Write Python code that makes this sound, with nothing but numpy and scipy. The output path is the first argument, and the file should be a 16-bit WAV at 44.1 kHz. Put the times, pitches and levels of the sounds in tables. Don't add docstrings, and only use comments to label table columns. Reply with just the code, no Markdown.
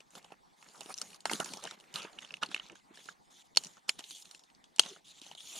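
import sys
import numpy as np
from scipy import signal
from scipy.fft import rfft, irfft, next_fast_len
from scipy.io import wavfile
from scipy.ndimage import uniform_filter1d

SR = 44100
rng = np.random.default_rng(int(sys.argv[2]) if len(sys.argv) > 2 else 0)


def transcribe(u):
    v = np.clip(np.atleast_2d(u).T, -1, 1)
    q = np.round(v * 32767).astype(np.int16)
    wavfile.write(sys.argv[1], SR, q)


N = 246739


def gain_of(db):
    return 10 ** (np.asarray(db) / 20)


def evened(x):
    return x / np.sqrt(np.mean(x ** 2) + 1e-20)


def peaked(x):
    return x / (abs(signal.hilbert(x)).max() + 1e-12)


def read(points, hz):
    f, value = np.transpose(points)
    return np.interp(np.log(hz + 1), np.log(f + 1), value)


def follow(points, t):
    return np.interp(t, *np.transpose(points))


def add(mix, s, sound):
    part = mix[:, round(s * SR):][:, :sound.shape[1]]
    part += sound[:, :part.shape[1]]


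def ring(x, hz, width):
    pole = np.exp((2j * np.pi * hz - np.pi * width) / SR)
    return signal.lfilter([1], [1, -pole], x).imag


# (frequency [Hz], left-right correlation [-1 to 1])
LIKENESS = [(60, -0.31), (130, -0.36), (290, 0.14), (640, -0.51), (1410, -0.66), (3100, 0.91), (6820, 0.79),
            (15000, 0.81)]
# (frequency [Hz], share of the left-right dB [ratio])
SHADOW = [(250, 0.), (700, 0.4), (1400, 1.25), (2600, 0.77), (4500, -0.7), (9000, 1)]


def spread(x, colour, patchy_db, balance_db, size, focus=0, bright_points=((0, 0), (1, 0)), bright_scale=1):
    overlap = size * 3 // 4
    hz, t, (a, b) = signal.stft(x, SR, nperseg=size, noverlap=overlap)
    patches = uniform_filter1d(rng.standard_normal(a.shape), size=size // 56, axis=0)
    patches = evened(uniform_filter1d(patches, size=7200 // size, axis=1))
    same = np.clip(focus + (1 - focus) * read(LIKENESS, hz), -1, 1)[:, None]
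    side = gain_of(balance_db * read(SHADOW, hz)[:, None] / 2)
    tilt_shape = np.tanh(np.log(hz + 1) - np.log(5200))[:, None]
    tilt_db = tilt_shape * bright_scale * follow(bright_points, t)
    left = a * side
    right = (same * a + np.sqrt(1 - same ** 2) * b) / side
    colour_db = read(colour, hz)[:, None] + patchy_db * patches + tilt_db
    z = np.array([left, right]) * gain_of(colour_db)
    return evened(signal.istft(z, SR, nperseg=size, noverlap=overlap)[1][:, :N])


def grit(grain_db, grain_size):
    draws = np.minimum(rng.exponential(1, N // grain_size + 1), 3.5)
    sizes = gain_of(grain_db * np.repeat(draws, grain_size)[:N])
    sizes /= np.sqrt(uniform_filter1d(sizes ** 2, size=6000))
    return sizes * rng.standard_normal((2, N))


# (frequency [Hz], relative spectral level [dB])
AIR_COLOUR = [(15, -44), (25, -2.5), (87, -19), (170, -4.5), (575, -13.5), (818, -4), (1440, -15.5),
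              (2050, -16.5), (2760, -24), (3620, -18.5), (3920, -22), (8140, -27), (12900, -39),
              (16000, -45)]
AIR_DB = -66


def air():
    noise = rng.standard_normal((2, N))
    return gain_of(AIR_DB) * spread(noise, AIR_COLOUR, patchy_db=3.7, balance_db=-0.4, size=2048)


# (frequency [Hz], relative spectral level [dB])
DRAG_COLOUR = [(35, -81), (60, -33.5), (112, -34), (155, 3.5), (198, 0), (275, -7), (388, -3.5), (759, -3),
               (1220, -2.5), (3000, -10), (3900, -44), (6600, -120)]


def drag(gain):
    bumps = grit(2.82, grain_size=220)
    return gain * spread(bumps, DRAG_COLOUR, patchy_db=4.0, balance_db=-3.0, size=1024, focus=0.78)


# (frequency [Hz], relative spectral level [dB])
RUSTLE_COLOUR = [(1350, -40), (2300, -10), (2730, -9), (2960, -4), (3510, 0), (4970, -8), (6710, -1),
                 (8030, -10), (9600, -8), (11800, -20), (13700, -20), (16000, -41)]
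# (time [s], tilt [dB])
RUSTLE_TILT = [(0, 2.5), (0.95, 2.5), (1.55, 3), (1.68, -6), (1.85, 3.5), (2.0, -3.5), (2.35, -3),
               (2.75, -8), (3.0, -2), (3.57, 1), (3.95, -3), (4.2, 2), (4.8, -4), (5.3, -2.5), (5.6, 0.5)]


def rustle(gain):
    catches = grit(2.07, grain_size=50)
    return gain * spread(catches, RUSTLE_COLOUR, patchy_db=3.5, balance_db=-0.5, size=512,
                         bright_points=RUSTLE_TILT, bright_scale=1.5)


# (start [s], length [s], rustle level [dB], drag level [dB], swell from start to end [dB])
STROKES = [(0.103, 0.085, -62, -62.5, 17), (0.176, 0.12, -74.5, -66, -2), (0.561, 0.33, -63.5, -65, 15),
           (0.892, 0.036, -51.5, -55, -4), (0.953, 0.21, -58, -61.5, -0.5), (1.175, 0.09, -81, -69.5, -1),
           (1.258, 0.043, -54.5, -49, -8), (1.306, 0.089, -45.5, -47.5, -15),
           (1.398, 0.035, -48, -47.5, -12), (1.44, 0.174, -53.5, -54, -7), (1.621, 0.13, -54.5, -55, -9),
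           (1.763, 0.23, -73, -65, 5), (1.944, 0.057, -46, -43.5, -3), (2.004, 0.1, -59.5, -52.5, -9),
           (2.107, 0.28, -68, -61.5, -4.5), (2.21, 0.04, -57.5, -54, -5), (2.415, 0.084, -60, -56, -24),
           (2.5, 0.096, -59.5, -59, -10), (2.613, 0.072, -61, -63, -5), (2.688, 0.05, -76, -64, -2),
           (2.749, 0.049, -64.5, -75.5, -2), (2.877, 0.139, -95, -67, 11), (2.937, 0.19, -60, -74, -0.5),
           (3.3, 0.12, -62.5, -74, 4), (3.439, 0.032, -70, -87, -2), (3.589, 0.2, -62, -70, -15.5),
           (3.878, 0.011, -47, -55, 12), (3.902, 0.095, -63.5, -73, -18), (3.985, 0.031, -54, -62, -20),
           (4.021, 0.118, -54, -83, 8), (4.145, 0.081, -52.5, -75.5, -8), (4.241, 0.14, -64, -73, -8),
           (4.807, 0.055, -50.5, -59, -9), (4.846, 0.15, -57, -60.5, -20.5), (5.043, 0.075, -58, -72, 6.5),
           (5.124, 0.076, -61.5, -74, 8), (5.211, 0.125, -57, -67, -6), (5.369, 0.23, -50.5, -65.5, 12)]
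BARK_SHARE, BARK_SPLINTER_SHARE, BARK_DB, BARK_T60_S = 0.62, 0.25, -28.5, 0.059
GRIT_SHARE, GRIT_DB, GRIT_T60_S = 0.81, -19.5, 0.068
SETTLE_S = 0.0051


def movements():
    power = np.zeros((2, N))
    for start, length, rustle_db, drag_db, swell_db in STROKES:
        u = np.linspace(-.5, .5, round(length * SR))
        add(power, start, gain_of([[rustle_db], [drag_db]] + swell_db * u) ** 2)
    t = np.arange(SR // 4) / SR
    for s, peak_db, _, treble_db, knock_db, _ in CRACKS:
        bark_db = BARK_DB + BARK_SHARE * peak_db + BARK_SPLINTER_SHARE * treble_db - 60 * t / BARK_T60_S
        grit_db = GRIT_DB + GRIT_SHARE * (peak_db + knock_db) - 60 * t / GRIT_T60_S
        add(power, s, gain_of([bark_db, grit_db]) ** 2)
    strength = uniform_filter1d(np.sqrt(power), size=250)
    settle = np.exp(-1 / (SETTLE_S * SR))
    return signal.lfilter([1 - settle], [1, -settle], strength)


# (start [s], end [s], pitch at start [Hz], pitch at end [Hz], level [dB])
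SCRAPE = (4.885, 4.955, 385, 440, -55)


def scrape(start, end, hz, end_hz, level_db):
    count = round((end - start) * SR)
    wobble = ring(rng.standard_normal((2, count)), 30, 60)
    turn = np.exp(2j * np.pi * np.cumsum(np.linspace(hz, end_hz, count)) / SR)
    tone = evened((turn * (wobble[0] + 1j * wobble[1])).real)
    return gain_of(level_db) * np.array([tone, tone]) * np.hanning(count)


def stones(x):
    ms = np.arange(1800) * 1000 / SR
    taps = rng.standard_normal((2, len(ms))) * (rng.random((2, len(ms))) < .1)
    taps *= gain_of(-2.2 * ms) * (ms > .3)
    taps /= np.linalg.norm(taps, axis=1, keepdims=True)
    return signal.oaconvolve(x, taps, axes=1)[:, :N]


# (frequency [Hz], gain [dB])
MICROPHONE = [(60, -37), (110, -37), (150, -4.5), (1000, -2), (2000, -3), (3500, 4.5), (10000, 7),
              (12000, -5), (16000, -12.5)]


def microphone(x):
    size = next_fast_len(N)
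    response = gain_of(read(MICROPHONE, np.fft.rfftfreq(size, 1 / SR)))
    return irfft(rfft(x, size) * response, size)[:, :N]


TWIG_DB, TWIG_SPREAD_DB, TWIG_LOW_HZ, TWIG_HIGH_HZ = 8.5, 2, 2267, 7100
TWIG_TREBLE_DB, TWIG_KNOCK_DB, TWIG_KNOCK_HZ = -9.5, -11, 658


def twigs(motion, count):
    when, size, pitch, wood = rng.random((count, 4)).T
    motion_db = 20 * np.log10(abs(motion[(when * N).astype(int)]) + 1e-9)
    level_db = motion_db + TWIG_DB + TWIG_SPREAD_DB * np.minimum(-np.log(1 - size), 2)
    hz = TWIG_LOW_HZ * (TWIG_HIGH_HZ / TWIG_LOW_HZ) ** pitch
    return [(w * N / SR, db, f, TWIG_TREBLE_DB, TWIG_KNOCK_DB, TWIG_KNOCK_HZ * (1 + k))
            for w, db, f, k in zip(when, level_db, hz, wood)]


# (frequency [Hz], relative level [dB])
SIDEWAYS = [(150, -25.5), (1000, -11), (3000, -23), (6000, -6), (10000, -4)]
TEAR_MS = 0.72
THIN_BELOW_HZ = 288


def crack(peak_db, twig_hz, treble_db, knock_db, knock_hz, pan_db):
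    ms = np.arange(1024) * 1000 / SR
    u = ms / TEAR_MS
    clicks_db = 5.8 * rng.exponential(1, len(ms) // 16).clip(0, 3).repeat(16)
    fibres = rng.standard_normal((3, len(ms))) * gain_of(clicks_db)
    fibres *= u ** 1.09 * np.exp(-u)
    pitched = peaked(ring(ring(fibres[0], twig_hz, 0.18 * twig_hz), twig_hz, 1.0 * twig_hz))
    broad = peaked(ring(ring(fibres[1], 5800, 7900), 4530, 3930))
    splinters = peaked(ring(ring(fibres[1], 7240, 6900), 7240, 6900))
    knock = peaked(ring(ring(fibres[2], knock_hz, 0.34 * knock_hz), knock_hz, 530))
    twig = peaked(pitched + gain_of(0.35 * treble_db - 0.5) * broad)
    hz = np.fft.rfftfreq(len(ms), 1 / SR)
    thin = (1j * hz / (1j * hz + THIN_BELOW_HZ)) ** 2
    thin_wood = thin * rfft(twig + gain_of(treble_db) * splinters)
    sound = gain_of(peak_db) * (thin_wood + gain_of(knock_db) * rfft(knock))
    bend = rng.standard_normal(len(ms)) * gain_of(-40 * ms)
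    differs = rfft(bend / np.linalg.norm(bend)) * gain_of(read(SIDEWAYS, hz))
    side = gain_of(pan_db * read(SHADOW, hz) / 2)
    return irfft(sound * np.array([side * (1 + differs), (1 - differs) / side]))


# (time [s], twig level [dB], twig pitch [Hz], splinter treble [dB], knock level [dB], knock pitch [Hz])
CRACKS = [(0.004, -46, 2280, -14, -4, 820), (0.105, -53.5, 7300, -13, -23, 756),
          (0.1522, -45.5, 3840, 0, 3, 1320), (0.2443, -51, 3240, -4.5, -5, 845),
          (0.3043, -63, 3010, -8, 16, 816), (0.3202, -47, 2750, -14, 10.5, 815),
          (0.6262, -44.5, 2160, -20, -3, 1140), (0.807, -42, 3160, 4.5, -1, 800),
          (0.814, -42, 3030, -21, 2.5, 714), (0.8592, -45.5, 2780, -5, 5, 567),
          (0.9408, -35, 5860, -20, -20, 1100), (0.9774, -38, 5770, -34, -23, 1020),
          (0.984, -35.5, 5360, -5.5, -23, 643), (1.015, -34, 2960, 4, -2.5, 1420),
          (1.1442, -45, 5200, -4, -12, 1360), (1.2047, -46, 4670, -2, -19, 856),
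          (1.255, -18.5, 1800, -12.5, -1, 940), (1.296, -22, 2010, -31, -9, 1010),
          (1.3138, -31.5, 1550, -7, 10, 880), (1.3329, -26.5, 3250, -2, -4, 330),
          (1.4001, -29.5, 3080, -1.5, 7, 713), (1.444, -33.5, 7500, -29, -13, 318),
          (1.458, -35, 2280, -5, -7, 950), (1.5352, -33, 2460, 0, -5.5, 890),
          (1.571, -42.5, 5770, -8, 2.5, 490), (1.6384, -41.5, 3400, 9, 0, 875),
          (1.6514, -37, 3530, -14, 5, 760), (1.674, -33, 1690, -34, -26, 1340),
          (1.71, -37, 3600, -5, 0, 1290), (1.7994, -48, 3380, -7, -8, 830),
          (1.8387, -46.5, 2030, -44, -9, 1460), (1.94, -38.5, 3080, 0, -31, 638),
          (1.958, -24, 3900, -30, -19, 1000), (2.0471, -51, 3450, -15, 15.5, 490),
          (2.187, -32.5, 2670, -38, -36, 1120), (2.2215, -45, 3590, -13, -6, 1260),
          (2.247, -40, 3280, -27, -29, 783), (2.289, -51, 4300, -24, -22, 1200),
          (2.3057, -36, 2670, -45, -17, 1010), (2.3397, -29, 2670, -29, -35, 915),
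          (2.3683, -44, 2650, -19, -27, 1230), (2.427, -25.5, 1450, -37, -0.5, 1390),
          (2.432, -20, 2720, -25, -4.5, 1500), (2.4872, -46.5, 4170, -16, 1, 304),
          (2.5143, -37, 1650, -21, -12, 750), (2.5448, -20, 2510, -31.5, -44, 1500),
          (2.5621, -29.5, 2340, -40, -36, 1050), (2.5764, -39.5, 2750, -38, -25, 875),
          (2.597, -34.5, 3030, -51, -7, 1200), (2.6975, -40, 2350, -35, -5.5, 1200),
          (2.7539, -44.5, 1600, -19, -21, 1500), (2.9084, -70, 1520, -23, 22.5, 340),
          (2.9733, -44, 1680, -36, -7, 725), (3.0569, -48.5, 3840, 0, -4, 367),
          (3.0869, -36, 1590, -46, -3.5, 1510), (3.549, -45, 3500, -7.5, -27.5, 350),
          (3.56, -41, 3420, 6, -7, 590), (3.571, -8, 4460, -13, -28, 760),
          (3.6366, -42, 6760, 2.5, -19, 730), (3.6466, -42, 4100, 1, -24, 730),
          (3.6558, -41, 4450, -16, -17, 355), (3.6684, -43, 6300, -9, -31, 361),
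          (3.768, -57, 1310, -26, 7.5, 1320), (3.8899, -26.5, 1520, -13, -28, 1410),
          (3.893, -15, 2287, -8, -24, 1400), (3.9906, -37, 3500, -5, -2, 776),
          (4.04, -37, 3680, -25, -40, 764), (4.1078, -38, 3870, -4, -42.5, 800),
          (4.2227, -45, 4970, -19, -38, 830), (4.2543, -43, 3660, -17, -40, 762),
          (4.311, -47.5, 4500, 1, -30, 800), (4.3473, -43, 2700, -7, -29, 627),
          (4.3933, -51.5, 4860, -4, -21, 876), (4.436, -53.5, 4700, -7, -22, 837),
          (4.5002, -52, 3130, -26, -36.5, 854), (4.548, -53.5, 5000, -19, -33, 713),
          (4.641, -49.5, 3690, -14, -21, 705), (4.761, -48.5, 5730, 1, -12, 891),
          (4.784, -38.5, 2500, -4, -4, 900), (4.7943, -8, 3090, -4.5, -18, 970),
          (4.825, -43, 4500, -6, -11, 900), (4.835, -35, 3520, -16, -9, 1350),
          (4.849, -44, 3830, -5, -24, 900), (4.9624, -56.5, 2760, -35, 12.5, 1270),
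          (5.2157, -43.5, 3930, -4.5, -8, 298), (5.264, -45, 3590, -9, -2, 740),
          (5.3132, -40.5, 2980, -32, -0.5, 810), (5.35, -43.5, 3630, -12, -5.5, 754),
          (5.4044, -39.5, 3350, -24, -14, 1400)]
# (time [s], left-right level difference [dB])
PLACE = [(0, -1), (0.9, -9), (1.15, 1.5), (1.3, -6), (1.95, 2), (2.3, -9), (2.45, -1.5), (2.55, -5.5),
         (3.1, -11.5), (3.57, -2), (4.4, 0.5), (4.8, -3), (5.0, 0.5), (5.6, 1)]


def scene():
    rustle_gain, drag_gain = movements()
    motion = np.sqrt(abs(rustle_gain * drag_gain))
    sharp = np.zeros((2, N))
    for s, *row in CRACKS + twigs(motion, count=130):
        add(sharp, s, crack(*row, follow(PLACE, s)))
    add(sharp, SCRAPE[0], scrape(*SCRAPE))
    sharp += gain_of(-5) * stones(sharp)
    return microphone(sharp) + rustle(rustle_gain) + drag(drag_gain) + air()


EDGE_HZ = 16100


def record(dry):
    lowpass = signal.firwin(511, EDGE_HZ, window=("kaiser", 9), fs=SR)
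    return signal.oaconvolve(dry, lowpass[None], "same")


dry = scene()
out = record(dry)
transcribe(out)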